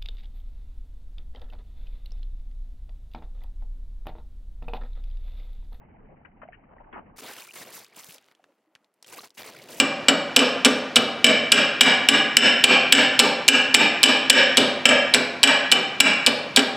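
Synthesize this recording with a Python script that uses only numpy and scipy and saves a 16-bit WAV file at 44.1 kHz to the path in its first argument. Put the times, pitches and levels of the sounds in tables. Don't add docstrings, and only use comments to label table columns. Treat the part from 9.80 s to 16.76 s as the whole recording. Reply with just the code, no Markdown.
import sys
import numpy as np
from scipy import signal
from scipy.fft import rfft, irfft
from scipy.io import wavfile

SR = 44100
rng = np.random.default_rng(int(sys.argv[2]) if len(sys.argv) > 2 else 0)


def persist_wave(psi):
    counts = np.round(np.clip(psi, -1, 1) * 32767).astype(np.int16)
    wavfile.write(sys.argv[1], SR, np.atleast_2d(counts).T)


N = 306936

# start in seconds, force in dB, steel ring left by the grip of the fingers in dB,
# delay in seconds until the wrench meets the anvil (0: it lies flush), and delay in seconds until the
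HAMMER_TAPS = [(0.0, -4.5, -14.5, 0, 0.0038), (0.284, -1, -14.5, 0, 0), (0.563, 0, -14, 0.0034, 0.028),
               (0.848, -2.5, -17.5, 0.0063, 0.0023), (1.1583, -4.5, -17, 0.0061, 0.011),
               (1.4434, 1, -10, 0.00025, 0.022), (1.719, -1, -6, 0.0034, 0.023),
               (2.009, 0, -5.5, 0.0022, .023), (2.2873, 0.5, -6, 0, 0), (2.5685, 2, -5.5, 0.00087, .018),
               (2.8398, 2, -5.5, 0.0024, 0), (3.1234, 2.5, -7, 0.002, 0.027),
               (3.392, 1, -13, 0.0063, 0.006), (3.6804, -1.5, -4.5, 0.0057, 0.0013),
               (3.943, 0.5, -5.5, 0.0037, 0.023), (4.2312, 1, -8.5, 0.0061, 0.027),
               (4.4982, 1, -4.5, .004, 0.03), (4.7715, -1, -15, .005, 0.0012),
               (5.0547, -0.5, -6, 0.00044, 0.035), (5.3386, -4.5, -11, 0.0068, 0),
               (5.6311, -1, -5.5, 0.006, 0.043), (5.9164, -5, -10, 0.0061, 0.00086),
               (6.2022, -2, -5, 0.0031, 0), (6.4634, -5, -15.5, 0.0048, 0),
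               (6.762, -3.5, -15.5, 0.0095, .03)]
# frequency in Hz, relative level in dB, time to decay by 60 dB in seconds.
STEEL_MODES = [(2955, 0, .04), (2355, -3.5, .05), (5380, -8.5, .035), (7910, -6.5, .035), (2737, -7, .045),
               (1638, -13.5, .055), (2550, -11, .025), (2830, -12, .025), (3110, -5, .025),
               (1500, -19, .04), (1710, -15.5, .05), (1924, -17, .04), (3563, -14, .025), (3842, -16, .04),
               (5030, -15, .025), (6352, -21, .03), (7515, -17, .06), (7720, -13, .03), (9859, -28, .07),
               (12520, -34, .03)]
# frequency in Hz, relative level in dB, time to decay by 60 dB in seconds.
PIN_MODES = [(2355, -7, .065), (1195, -18, .035), (2945, -9, .035), (3350, -4, .014), (4080, 0, .009),
             (4600, -1, .009), (5050, -6, .01), (7520, -7, .012), (8800, -8, .008), (10500, -14, .008)]
# frequency in Hz, relative level in dB, time to decay by 60 dB in seconds.
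STAND_MODES = [(166, -11, 0.15), (244.5, 1.5, 0.12), (280.2, -1, 0.15), (425.5, -9, 0.14),
               (499.7, -6.5, 0.096), (582.8, -6.5, 0.11), (634, -8.5, 0.044), (778, -9.5, 0.096),
               (1225, 3, 0.049)]
# frequency in Hz, relative spectral density in dB per Hz.
CRACK_SPECTRUM = [(100, -36), (900, -10), (2000, -26.5), (3200, 3), (4600, -2), (6400, -14), (8000, -6),
                  (11000, -18), (15500, -34)]
RING_SPECTRUM = [(100, -38), (900, -13), (1700, -9), (2100, -9), (2900, 4), (4200, -11.5), (5300, -10.5),
                 (6500, -16.5), (7900, -8.5), (9500, -25), (15500, -37)]
THUMP_SPECTRUM = [(40, -44), (120, -31), (250, 1), (350, -4.5), (550, -4.5), (1000, -6.5), (1500, -3),
                  (3000, -14), (9000, -45)]
# frequency in Hz, relative gain in dB, time to decay by 60 dB in seconds.
REVERBERATION = [(60, -5, 1), (130, 3, 0.52), (234, 1, 0.77), (580, 9, 0.88), (1050, 0, 0.88),
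                 (1940, -1.5, 1), (2310, -6, 1), (2980, -8.5, 0.8), (4180, -5.5, 0.68), (6000, -8.5, 0.57),
                 (8220, -13.5, 0.44), (9800, -16, 0.43), (15000, -5, .33)]
# frequency in Hz, relative spectral density in dB per Hz.
AIR_SPECTRUM = [(25, -14), (80, -12), (150, 1), (1000, -3.5), (5000, -18), (16000, -53)]

CRACK_DB, RING_DB, THUMP_DB, REBOUND_DB = -13, 11, -20, -10.5
ROOM_DB, AIR_DB = -1.5, -42.5
DETUNE = 0.3
FLUSH_LOSS_DB, LOOSE_S = 10.5, 0.0016
GRIP_CRACK = 0.29
LIMIT_DB, CLIP_LEVEL = 0.0, 0.93
CUTOFF_HZ = 16000


def from_db(db):
    return 10 ** (np.asarray(db) / 20)


def at_hz(table, hz, axis=1):
    table = np.array(table)
    log_hz = np.log(np.maximum(hz, 1))
    return np.interp(log_hz, np.log(table[:, 0]), table[:, axis])


def coloured_noise(spectrum, size):
    hz = np.fft.rfftfreq(size, 1 / SR)
    white = rfft(rng.standard_normal(size))
    noise = irfft(white * from_db(at_hz(spectrum, hz)), size)
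    return noise / noise.std()


def add(track, s, sound):
    start = max(round(s * SR), 0)
    part = sound[:max(N - start, 0)]
    track[start:start + len(part)] += part


def struck(modes, spread_db, detune, size):
    hz, db, t60 = np.array(modes).T[:, :, None]
    t = np.arange(size) / SR
    strength, shift = rng.standard_normal((2, len(modes), 1))
    sign = rng.choice([-1, 1], (len(modes), 1))
    width_hz = np.log(1000) / (np.pi * t60)
    mode_hz = hz + detune * shift * width_hz
    envelope = from_db(db + spread_db * strength - 60 * t / t60)
    return np.sum(sign * envelope * np.sin(2 * np.pi * mode_hz * t), axis=0)


def clack(spectrum, t60, size):
    decay = from_db(-60 * np.arange(size) / SR / t60)
    return coloured_noise(spectrum, size) * decay


def pin_crack():
    ping = struck(PIN_MODES, spread_db=1.5, detune=DETUNE, size=4096)
    dense = clack(CRACK_SPECTRUM, t60=0.045, size=4096)
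    return ping + from_db(4.0) * dense


def steel_ring(rise_s):
    modes = struck(STEEL_MODES, spread_db=2.0, detune=DETUNE, size=6000)
    dense = clack(RING_SPECTRUM, t60=0.052, size=6000)
    swell = 1 - np.exp(-np.arange(6000) / SR / rise_s)
    return (modes + from_db(-4.5) * dense) * swell


def stand_thump():
    modes = struck(STAND_MODES, spread_db=1.37, detune=DETUNE, size=9000)
    dense = clack(THUMP_SPECTRUM, t60=0.1, size=9000)
    swell = 1 - np.exp(-np.arange(9000) / SR / 0.0015)
    return (modes + from_db(3.5) * dense) * swell


def hammering():
    steel, stand = np.zeros((2, N))
    for s, force_db, grip_db, settle_s, rebound_s in HAMMER_TAPS:
        flush_db = FLUSH_LOSS_DB * np.exp(-settle_s / LOOSE_S)
        crack_db = CRACK_DB + force_db - GRIP_CRACK * grip_db - flush_db
        landing = s + settle_s
        add(steel, s, from_db(crack_db) * pin_crack())
        add(steel, landing, from_db(RING_DB + force_db + grip_db) * steel_ring(rise_s=0.00046))
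        add(stand, landing, from_db(THUMP_DB + force_db) * stand_thump())
        if rebound_s > settle_s:
            add(steel, s + rebound_s, from_db(REBOUND_DB + force_db) * steel_ring(rise_s=0.00022))
    bass_cut = signal.butter(2, 500, "high", fs=SR, output="sos")
    return stand + signal.sosfilt(bass_cut, steel)


def room_response(build_s, early_db, early_s, size=44100):
    t, hz = np.arange(size) / SR, np.fft.rfftfreq(size, 1 / SR)
    edges = np.geomspace(30, 18000, 28)
    noise = rfft(rng.standard_normal(size)) * from_db(at_hz(REVERBERATION, hz))
    tail = np.zeros(size)
    for low, high in zip(edges, edges[1:]):
        t60 = at_hz(REVERBERATION, np.sqrt(low * high), axis=2)
        band = irfft(noise * ((hz >= low) & (hz < high)), size)
        tail += band * from_db(-60 * t / t60)
    bench = 1 + from_db(early_db) * np.exp(-t / early_s)
    build_up = 1 - np.exp(-t / build_s)
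    return tail * bench * build_up / np.sqrt(SR / 20)


def still_air(level_db):
    return from_db(level_db) * coloured_noise(AIR_SPECTRUM, N)


def microphone_difference(near, room_side):
    side = from_db(-18.0) * room_side + from_db(-25.0) * np.gradient(near)
    side = signal.sosfilt(signal.butter(1, 1200, "high", fs=SR, output="sos"), side)
    return side + still_air(AIR_DB - 22.0)


def scene():
    near = hammering()
    responses = [room_response(build_s=0.00054, early_db=-4.0, early_s=0.0059) for _ in range(2)]
    room, room_side = (from_db(ROOM_DB) * signal.fftconvolve(near, response)[:N] for response in responses)
    middle = near + room + still_air(AIR_DB)
    side = microphone_difference(near, room_side)
    return middle + side * np.array([[1], [-1]])


def limiter(x, threshold_db, release_db_per_s, attack_s):
    peak_db = 20 * np.log10(np.abs(x).max(axis=0) + 1e-9)
    over = np.maximum(peak_db - threshold_db, 0)
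    climb = release_db_per_s * np.arange(N) / SR
    held = np.maximum.accumulate(over + climb) - climb
    r = np.exp(-1 / (attack_s * SR))
    reduction_db = signal.lfilter([1 - r], [1, -r], held)
    return x * from_db(-reduction_db)


def record(dry):
    low_cut = signal.butter(2, 70, "high", fs=SR, output="sos")
    thinned = signal.sosfilt(low_cut, dry * from_db(3.5))
    limited = limiter(thinned, threshold_db=LIMIT_DB, release_db_per_s=242.0, attack_s=0.00054)
    clipped = np.clip(limited, -CLIP_LEVEL, CLIP_LEVEL)
    return signal.sosfiltfilt(signal.butter(10, CUTOFF_HZ, fs=SR, output="sos"), clipped)


dry = scene()
out = record(dry)
persist_wave(out)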